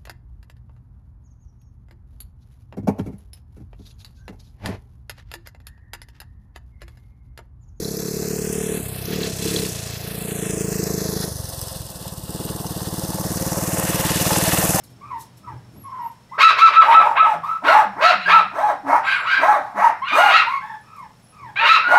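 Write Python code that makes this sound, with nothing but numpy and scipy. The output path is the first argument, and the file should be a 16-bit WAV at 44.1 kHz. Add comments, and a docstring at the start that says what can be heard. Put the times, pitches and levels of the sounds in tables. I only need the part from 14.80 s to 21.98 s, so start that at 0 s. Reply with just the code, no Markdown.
"""In a hard-floored room with a faint hum, a puppy steps about and noses quietly in a steel bowl.
Out of sight a small dog whines and squeaks, then breaks into shrill, rasping yaps and short yips.
A larger dog joins in, barking and grumbling. The whines and the puppy's scuffs return, and the dogs
end with one last loud outburst. Yaps and barks are pulses of the vocal folds, shaped by throat and
mouth. The room rings after each call, and a limiter holds the loudest ones down."""
import sys
import numpy as np
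from scipy import signal
from scipy.fft import rfft, irfft, next_fast_len
from scipy.io import wavfile
from scipy.ndimage import uniform_filter1d, minimum_filter1d

SR = 44100
rng = np.random.default_rng(int(sys.argv[2]) if len(sys.argv) > 2 else 0)


def dump(signal):
    """Clip the signal to [-1, 1] and save it as 16-bit WAV at the path in sys.argv[1]."""
    limited = np.clip(np.atleast_2d(signal).T, -1, 1)
    pcm = np.round(limited * 32767).astype(np.int16)
    wavfile.write(sys.argv[1], SR, pcm)


N = 316638
CUTOFF_HZ = 15600   # the top of the treble


def from_db(db):
    """Turn decibels into a number to multiply by."""
    return 10 ** (np.asarray(db) / 20)


def rms_one(x):
    """Scale a sound so that its average strength (rms) is one."""
    return x / np.sqrt(np.mean(x ** 2) + 1e-20)


def evened(x):
    """Keep the strength of a sound at one from moment to moment."""
    return x / np.sqrt(np.abs(uniform_filter1d(x * x, size=500)) + 1e-12)


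def at_hz(points, hz):
    """Read between the rows of a (frequency, value) table, with octaves evenly spaced."""
    f, value = np.transpose(points)
    return np.interp(np.log(np.maximum(hz, 1)), np.log(f), value)


def coloured(x, spectrum):
    """Make each frequency louder or softer by a table of f/Hz, gain/dB."""
    size = next_fast_len(len(x) + 1024)
    gain = from_db(at_hz(spectrum, np.fft.rfftfreq(size, 1 / SR)))
    return irfft(rfft(x, size) * gain, size)[:len(x)]


def low_pass(x, hz, order=2):
    """Let the lows through and soften everything above hz."""
    return signal.sosfilt(signal.butter(order, hz, fs=SR, output="sos"), x)


def wobble(rate_hz):
    """A random wavering of strength one, up to about the given rate."""
    return rms_one(low_pass(rng.standard_normal(N), rate_hz))


def background(noise_db, hum_db, whistle_db):
    """Low rumble, mains hum and the thin whistle of a household appliance."""
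    # f/Hz, gain/dB
    rumble_colour = [(25, -23), (60, -14), (130, -7), (200, -6.5), (300, -19.5), (700, -19.5),
                     (2000, -27.5), (5000, -32.5), (11000, -39), (15000, -47)]
    t = np.arange(N) / SR
    hum = np.sqrt(2) * np.sin(2 * np.pi * 120 * t)
    whistle = wobble(50) * np.sin(2 * np.pi * 5390 * t)
    rumble = rms_one(coloured(rng.standard_normal(N), rumble_colour))
    return from_db(noise_db) * rumble + from_db(hum_db) * hum + from_db(whistle_db) * whistle


def room(x, direct_db, tail_db, build_s, ring_hz, ring_db, ring_fade_s):
    """Sound arrives directly, bounces off hard surfaces and dies away; a standing wave rings on."""
    # time to fade by 60 dB: f/Hz, t/s
    fade_times = [(150, 0.41), (500, 0.27), (1400, 0.35), (4000, 0.38), (12000, 0.14)]
    # first bounces off floor and walls: delay/s, gain/dB
    echoes = [(.0031, -11), (.0083, -15.5), (0.0139, -15)]
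    t = np.arange(SR) / SR
    white, hz = rfft(rng.standard_normal(SR)), np.fft.rfftfreq(SR, 1 / SR)
    edges = np.append(0, np.geomspace(200, SR / 2, num=8))
    tail = np.zeros(SR)
    for low, high in zip(edges, edges[1:]):
        band = irfft(white * (hz >= low) * (hz < high), SR)
        tail += band * from_db(-60 * t / at_hz(fade_times, (low + high) / 2))
    tail *= 1 - np.exp(-t / build_s)
    response = from_db(tail_db) * tail / np.sqrt(np.sum(tail ** 2))
    response += np.sin(2 * np.pi * ring_hz * t) * from_db(ring_db - 60 * t / ring_fade_s)
    response[0] += from_db(direct_db)
    for delay, db in echoes:
        response[int(delay * SR)] += from_db(db)
    return signal.fftconvolve(x, response)[:N]


def touches(events, colour):
    """Rubbing makes short bursts of noise that swell and die."""
    t, swell = np.arange(N) / SR, np.zeros(N)
    for peak_s, db, rise, decay in events:
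        away = np.maximum((peak_s - t) / rise, (t - peak_s) / decay)
        swell += from_db(db) * np.exp(-np.minimum(away, 30))
    return swell * rms_one(coloured(rng.standard_normal(N), colour))


def puppy():
    """Bright ticks and scuffs at the bowl, and soft, dull paw steps."""
    # t/s, level/dB, rise/s, decay/s
    scuffs = [(.037, -46, 0.00088, 0.014), (.102, -57, .002, 0.014), (.41, -42, 0.014, 0.016),
              (.575, -49, 0.0025, 0.008), (.93, -65, .01, .03), (1.315, -57.5, 0.0022, 0.016),
              (6.165, -54, .002, 0.006), (6.19, -59, .002, 0.0088), (6.39, -69, .02, 0.045)]
    steps = [(.12, -57, 0.087, 0.049), (.36, -48.5, 0.24, 0.2), (.62, -69, .02, 0.051),
             (.75, -37, 0.049, 0.017), (.85, -49.5, .02, 0.15), (.96, -34.5, 0.013, 0.015),
             (1.2, -53, 0.048, 0.052), (6.6, -49, 0.013, 0.19), (7.0, -61, 0.021, 0.058)]
    # their tone colours: f/Hz, gain/dB
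    scuff_colour = [(200, -8), (1500, -31), (4000, -4.5), (9000, -3), (13000, -1), (16000, -17)]
    step_colour = [(30, -28.5), (70, -5), (120, 5.5), (220, -10.5), (400, -12), (900, -29), (4000, -57.5)]
    return touches(scuffs, scuff_colour) + touches(steps, step_colour)


def glides(calls, edge_db=-2.5):
    """Curves for gliding calls: the pitch bends through three notes as the level swells or fades."""
    u = np.linspace(-1, 1, num=31)   # -1 is the start, 1 the end
    curves = []
    for start, length, first, middle, last, db, swell_db, *quality in calls:
        t = start + length * (u + 1) / 2
        pitch = middle + (last - first) / 2 * u + ((first + last) / 2 - middle) * u ** 2
        level = db + swell_db * u / 2 + edge_db * u ** 2
        curves.append(np.column_stack([t, pitch, level, np.tile(quality, (len(u), 1))]))
    return curves


def contour(call):
    """Give a call's samples, its quick fade in and out, and its curves at every sample."""
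    times, *columns = np.transpose(call)
    start, end = times.min(), times.max()
    span = np.arange(max(int(start * SR), 0), min(int(end * SR), N))
    t = span / SR
    gate = np.clip(np.minimum(t - start, end - t) / .009, 0, 1)
    return span, gate, [np.interp(t, times, column) for column in columns]


def pure_calls(calls, end_ratio, jitter):
    """Single wavering tones that start and end at end_ratio times their middle pitch."""
    out, quaver = np.zeros(N), wobble(100)
    notes = [(start, length, hz * end_ratio, hz, hz * end_ratio, db, swell_db)
             for start, length, hz, db, swell_db in calls]
    for call in glides(notes):
        span, gate, (pitch, db) = contour(call)
        phase = 2 * np.pi * np.cumsum(pitch * (1 + jitter * quaver[span])) / SR
        out[span] += np.sqrt(2) * np.sin(phase) * gate * from_db(db)
    return out


def grumbling():
    """The larger dog grumbles with its mouth closed: low notes that sag in the middle."""
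    # t/s, length/s, f/Hz, level/dB, swell/dB
    grumbles = [(2.53, 0.086, 160.6, -41.5, -6), (3.05, 0.14, 184.4, -42.5, -15.5),
                (3.33, 0.34, 172.6, -40.5, -3), (4.03, 0.093, 273, -39, 1), (4.94, 0.051, 201, -38.5, 9)]
    return pure_calls(grumbles, end_ratio=1.18, jitter=0.02)


def squeaking():
    """The small dog's thin whistles lift a little in the middle."""
    # t/s, length/s, f/Hz, level/dB, swell/dB
    squeaks = [ (.940, 0.11, 11520, -55.5, 18), (1.210, 0.092, 11730, -56, 7), (1.490, 0.2, 2080, -49.5, 0),
               (4.240, 0.22, 7660, -55.5, -5), (4.240, 0.18, 10750, -57, 2), (6.005, .025, 10500, -62, -10),
               (6.420, .110, 10900, -58, 4)]
    return pure_calls(squeaks, end_ratio=0.95, jitter=0.0039)


def fold_pulses(phase, pitch, slope, even_db):
    """Vocal fold pulses: higher harmonics are weaker, even ones more so if the swing is symmetric."""
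    k = np.arange(1, 25)[:, None]   # harmonics are whole multiples of the pitch
    weight = k ** -slope * from_db(even_db * (k % 2 == 0)) * (k * pitch < CUTOFF_HZ)
    # the throat delays each harmonic differently, which spreads the pulse over its cycle
    return np.sum(weight * np.cos(k * phase - np.pi * k ** 2 / len(k)), axis=0)


def whining(jitter, slope, breath_db):
    """The small dog sends nearly pure, quavering tones through an almost closed mouth."""
    # t/s, length/s, first f/Hz, middle f/Hz, last f/Hz, level/dB, swell/dB, even harmonics/dB
    whines = [ (.208, 0.12, 1080, 1230, 1150, -42.5, -3, 6.5), (.303, 0.086, 1143, 958, 863, -33, -7.5, 2),
              (.628, 0.063, 1327, 1247, 1170, -44, 14, 0), (.668, .075, 1073, 903, 774, -40, -9, 3.5),
              (1.035, 0.24, 1120, 1016, 924, -34.5, 12.5, -4),
              (1.510, 0.062, 770, 1188, 1230, -34, 5.5, -11),
              (2.630, 0.16, 1155, 1321, 1265, -27.5, -15, -6),
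              (5.660, .130, 848, 1096, 1056, -23.5, -2.5, 10.5),
              (5.810, 0.1565, 795, 883, 816, -34.5, -2, 14.5),
              (6.030, 0.23, 1208, 1221, 838, -44, 13.5, 6.5), (6.520, .190, 1306, 1110, 768, -43, 13, 10.5)]
    # the throat's tone colour: f/Hz, gain/dB
    throat = [(400, -26), (1000, 6.5), (1700, -10.5), (2050, -7.5), (2500, -15), (3500, -23.5),
              (6200, -29.5), (8000, -31.5), (15000, -31.5)]
    out, quaver, air = np.zeros(N), wobble(150), rng.standard_normal(N)
    for call in glides(whines):
        span, gate, (pitch, db, even_db) = contour(call)
        phase = 2 * np.pi * np.cumsum(pitch * (1 + jitter * quaver[span])) / SR
        folds = fold_pulses(phase, pitch, slope, even_db)
        voice = coloured(folds + from_db(breath_db) * air[span], throat)
        out[span] += evened(voice) * gate * from_db(db)
    return out


def rushing_air():
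    """Air swirling through a narrow gap hisses with little bass."""
    noise = rng.standard_normal(N)
    return noise - low_pass(noise, hz=604, order=1)


def mouth(x):
    """The air in the mouth rings at a few sharp pitches, its resonances."""
    # f/Hz, width/Hz, gain/dB
    resonances = [(1580, 16, -26), (2916, 180, -16), (3880, 220, -11)]
    return x + sum(from_db(db) * signal.lfilter(*signal.iirpeak(hz, hz / width, fs=SR), x)
                   for hz, width, db in resonances)


def muzzle(x, lowest_hz, ripple_db=3, from_hz=1800):
    """A tube open at one end favours odd multiples of its lowest resonance, here in the treble."""
    hz = np.linspace(100, CUTOFF_HZ, num=200)
    depth_db = ripple_db * np.clip(2 * hz / from_hz - 1.5, 0, 1)
    return coloured(x, np.transpose([hz, -depth_db * np.cos(np.pi * hz / lowest_hz)]))


def mouth_opening(x, hz, treble_db, bite_db):
    """An open mouth lets out more treble above hz; bite is extra gain for the highest part."""
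    low = coloured(x, [(hz, 0), (2 * hz, -30)])
    high = coloured(x, [(2 * hz, -30), (3 * hz, 0)])
    return low + from_db(treble_db) * (x - low - high) + from_db(treble_db + bite_db) * high


def arches(calls, edge_hz, rise_bend, fall_bend, toe, edge_db, level_bend, core, flank_rough,
           edge_rough, flank_treble_db, treble_swell_db, closing_db):
    """Curves for one push of air a call: pitch and level arch, and the voice cracks on the flanks."""
    u = np.linspace(-1, 1, num=61)   # -1 is the start, 0 the top, 1 the end
    away = np.abs(u)
    height = (1 - away ** np.where(u < 0, rise_bend, fall_bend)) ** toe
    flank = 1 - np.exp(-(u / core) ** 2)   # either side of the top
    edge = away ** 4   # the very ends, smooth and with the mouth closing
    curves = []
    for top_s, rise, fall, top_hz, db, swell_db, rough, treble_db, *colour in calls:
        t = top_s + u * np.where(u < 0, rise, fall)
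        pitch = edge_hz + (top_hz - edge_hz) * height
        level = db + swell_db * u / 2 + edge_db * away ** level_bend
        roughness = (rough + (flank_rough - rough) * flank) * (1 - edge) + edge_rough * edge
        treble = treble_db + (flank_treble_db - treble_db) * flank
        treble += treble_swell_db * u / 2 + closing_db * edge
        curves.append(np.column_stack([t, pitch, level, roughness, treble, np.tile(colour, (len(u), 1))]))
    return curves


def barking(calls, throat, jitter, jitter_hz, rasp_db, slope, even_db, flutter_db, mouth_hz):
    """Strained vocal folds: the rougher the voice, the more it shakes and the more air puffs out."""
    # slow drift of pitch and level, and unevenness of the pulses, all at full roughness
    wander_share, lurch_db, grouping_db = 0.0249, 2, -1.5
    out, air = np.zeros(N), rushing_air()
    shake, flutter, doubling, tripling = wobble(jitter_hz), wobble(160), wobble(60), wobble(44)
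    wander, lurch = wobble(35.5), wobble(35.5)
    for call in calls:
        span, gate, (pitch, db, rough, treble_db, bite_db, *muzzle_hz) = contour(call)
        pitch_shake = rough * (jitter * shake[span] + wander_share * wander[span])
        phase = 2 * np.pi * np.cumsum(pitch * (1 + pitch_shake)) / SR
        folds = rms_one(fold_pulses(phase, pitch, slope, even_db))
        # now and then the pulses fall into twos and threes, adding tones between the harmonics
        grouping = doubling[span] * np.cos(phase / 2) + tripling[span] * np.cos(phase / 3)
        folds *= 1 + from_db(grouping_db) * rough * grouping
        puffs = from_db(rasp_db) * rough ** 1.07 * air[span] * (1 + np.cos(phase) / 2)
        voice = mouth(coloured(folds + puffs, throat))
        if muzzle_hz:
            voice = muzzle(voice, np.mean(muzzle_hz))
        voice = evened(mouth_opening(voice, mouth_hz, treble_db, bite_db))
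        shake_db = rough * (flutter_db * flutter[span] + lurch_db * lurch[span])
        out[span] += voice * gate * from_db(db + shake_db)
    return out


def larger_dog():
    """Each bark climbs slowly from a low grumbling pitch, holds, and drops back fast."""
    # top t/s, rise/s, fall/s, top f/Hz, level/dB, swell/dB, roughness/0-1, treble/dB, bite/dB,
    # lowest muzzle resonance/Hz
    barks = [ (2.095, .122, .120, 919, -15, 20, 0.64, 5.3, 1, 1090),
             (2.275, 0.16, 0.15, 917, -17.5, -13.5, 0.75, 2, 0, 1060),
             (2.480, 0.11, 0.095, 889, -19, 16, 0.45, 6, 2.5, 1130),
             (2.965, .150, 0.098, 862, -9, -4.5, 0.51, 9.3, -0.5, 1120),
             (3.280, 0.15, 0.068, 728.4, -15.5, 7.5, 0.22, 1.2, -2, 1720),
             (3.545, 0.11, .090, 917, -19, 10, 0.56, 3, 6.5, 1910),
             (3.850, .145, 0.095, 824.7, -14, 9, 0.448, 5.9, 1.5, 1190),
             (4.150, 0.11, .085, 909, -16.5, -13, 0.85, 3.8, 0, 1920),
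             (4.690, .120, 0.12, 842, -10, 0, 0.46, 9.9, -1.5, 1210),
             (4.850, 0.087, 0.15, 831, -33, 0, 0.92, 2, 4, 1300),
             (5.045, 0.11, 0.091, 927, -13, -2, 0.49, 11.4, -1, 2040),
             (5.445, 0.14, 0.11, 826, -9.5, -7, 0.29, 11.5, 7, 903),
             (7.185, .127, 0.11, 878, -7.5, 13, 0.77, 4.8, 1.5, 1230)]
    # the throat's tone colour: f/Hz, gain/dB
    throat = [(100, -30.5), (270, -10.5), (420, -14), (600, -0.5), (830, 10.5), (1060, 2), (1300, -0.5),
              (2100, -9), (2800, -26), (4000, -28.5), (6000, -30.5), (15000, -37.5)]
    calls = arches(barks, edge_hz=172, rise_bend=2.0, fall_bend=3.5, toe=1.6,
                   edge_db=-30.5, level_bend=2.28, core=0.86, flank_rough=0.54, edge_rough=0.12,
                   flank_treble_db=17, treble_swell_db=0, closing_db=-19.5)
    return barking(calls, throat, jitter=.08, jitter_hz=142.8, rasp_db=6.5,
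                   slope=0.99, even_db=-6.0, flutter_db=2.1, mouth_hz=920)


def small_dog():
    """Shrill yaps that start brighter than they end, and short yips, squeals and cries."""
    # top t/s, rise/s, fall/s, top f/Hz, level/dB, swell/dB, roughness/0-1, treble/dB, bite/dB
    yaps = [ (1.655, .080, 0.091, 1327, -6.5, -11.5, 0.32, 3.5, 9.5),
            (1.840, 0.083, 0.082, 1335, -9, -8, 0.13, -6, 10.5),
            (1.990, 0.091, 0.065, 1320, -8, 9, 0, -12.5, 3.5),
            (2.175, 0.094, 0.081, 1304, -9, -13, 0.18, -12.5, -3.5),
            (2.418, 0.071, 0.07, 1303, -10, -12, 0, -16.5, -9.5),
            (2.888, 0.059, 0.093, 1438, -13, 3, 0.72, -1, 2.5),
            (3.275, 0.078, 0.095, 1355, -9, -12.5, 0.78, -1.5, 9.5),
            (3.555, 0.085, .080, 1340, -8, -17, 0.24, -7, 3),
            (4.315, .098, 0.12, 1630, -16.5, 1, 0.7, -2, 1),
            (4.540, 0.12, .140, 1607, -16.5, -8, 0.62, -2.5, 3.5),
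            (5.570, 0.094, 0.1, 1362, -11.5, -19.5, 0.58, 4, 3.5),
            (6.925, 0.1, 0.076, 1333, -7.5, -9, 0.48, 4.5, 5)]
    # two rough breaks in the whines, then the yips, squeals and cries: t/s, length/s, first f/Hz,
    # middle f/Hz, last f/Hz, level/dB, swell/dB, roughness/0-1, treble/dB, bite/dB
    short_calls = [ (.672, 0.034, 1050, 1035, 924, -47, 1, 0.44, -23, -1),
                   (1.120, 0.077, 1070, 1007, 1040, -48.5, 1, 0.78, -42, -3),
                   (3.395, 0.068, 1250, 1360, 1520, -30.5, -4.5, 0.42, 18, -0.5),
                   (3.455, 0.058, 1595, 1686, 1890, -17, -4, 0.22, -15.5, 12),
                   (5.216, 0.032, 985, 1070, 1167, -22.5, -5, 0.06, -16.5, -6),
                   (5.240, 0.078, 1304, 1462, 1510, -25, 6.5, 0.32, 7, -10),
                   (5.275, 0.065, 1178, 1186, 1177, -24, 0, 0.4, 5.5, 3),
                   (5.326, 0.025, 1226, 1228, 1250, -9.5, -10, 0.18, -2, 3),
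                   (5.360, .150, 1410, 1420, 1442, -17, 2, 0.35, 4, -13),
                   (6.756, .118, 718, 901, 923, -17, 6.5, .4, 0.5, -6.5),
                   (7.020, 0.17, 1344, 1461, 1430, -15, 11, 0.56, -12.5, 3)]
    # the throat's tone colour: f/Hz, gain/dB
    throat = [(200, -41.5), (450, -12.5), (800, -15.5), (1320, 4), (1800, -1), (2500, 2.5), (3200, -8),
              (4000, -10), (4900, -20.5), (5700, -28), (6800, -30), (8000, -37.5), (15000, -43.5)]
    calls = arches(yaps, edge_hz=380, rise_bend=3.0, fall_bend=2.5, toe=1.4,
                   edge_db=-22.5, level_bend=1.66, core=0.46, flank_rough=0.67, edge_rough=.2,
                   flank_treble_db=3, treble_swell_db=-8, closing_db=-40.5)
    return barking(calls + glides(short_calls), throat, jitter=0.045, jitter_hz=145, rasp_db=2.5,
                   slope=0.71, even_db=-3.5, flutter_db=3.5, mouth_hz=1500)


def scene():
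    """Both dogs and the puppy in one room, over a quiet background."""
    loud = small_dog() + larger_dog()
    soft = whining(jitter=0.032, slope=1.1, breath_db=-3) + squeaking() + grumbling()
    sound = room(loud + soft + puppy(), direct_db=-2.5, tail_db=-3.5, build_s=0.00063,
                 ring_hz=288, ring_db=-57.5, ring_fade_s=0.21)
    return (sound + background(noise_db=-53, hum_db=-61.5, whistle_db=-65.5))[None]


def limiter(x, ceiling_db, release_db_per_s):
    """Turn the volume down just ahead of each too-loud peak, then let it come back gradually."""
    over_db = np.maximum(20 * np.log10(np.abs(x) + 1e-9) - ceiling_db, 0)
    ramp = release_db_per_s * np.arange(N) / SR
    cut_db = np.maximum.accumulate(over_db + ramp, axis=-1) - ramp
    gain_db = uniform_filter1d(minimum_filter1d(-cut_db, size=89), size=89)
    return x * from_db(gain_db)


def record(dry):
    """Hold the loudest peaks down, then cut off the highest treble."""
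    held = limiter(dry, ceiling_db=-.6, release_db_per_s=156.0)
    return signal.sosfilt(signal.ellip(10, .1, 80, CUTOFF_HZ, fs=SR, output="sos"), held)


dry = scene()
out = record(dry)
dump(out)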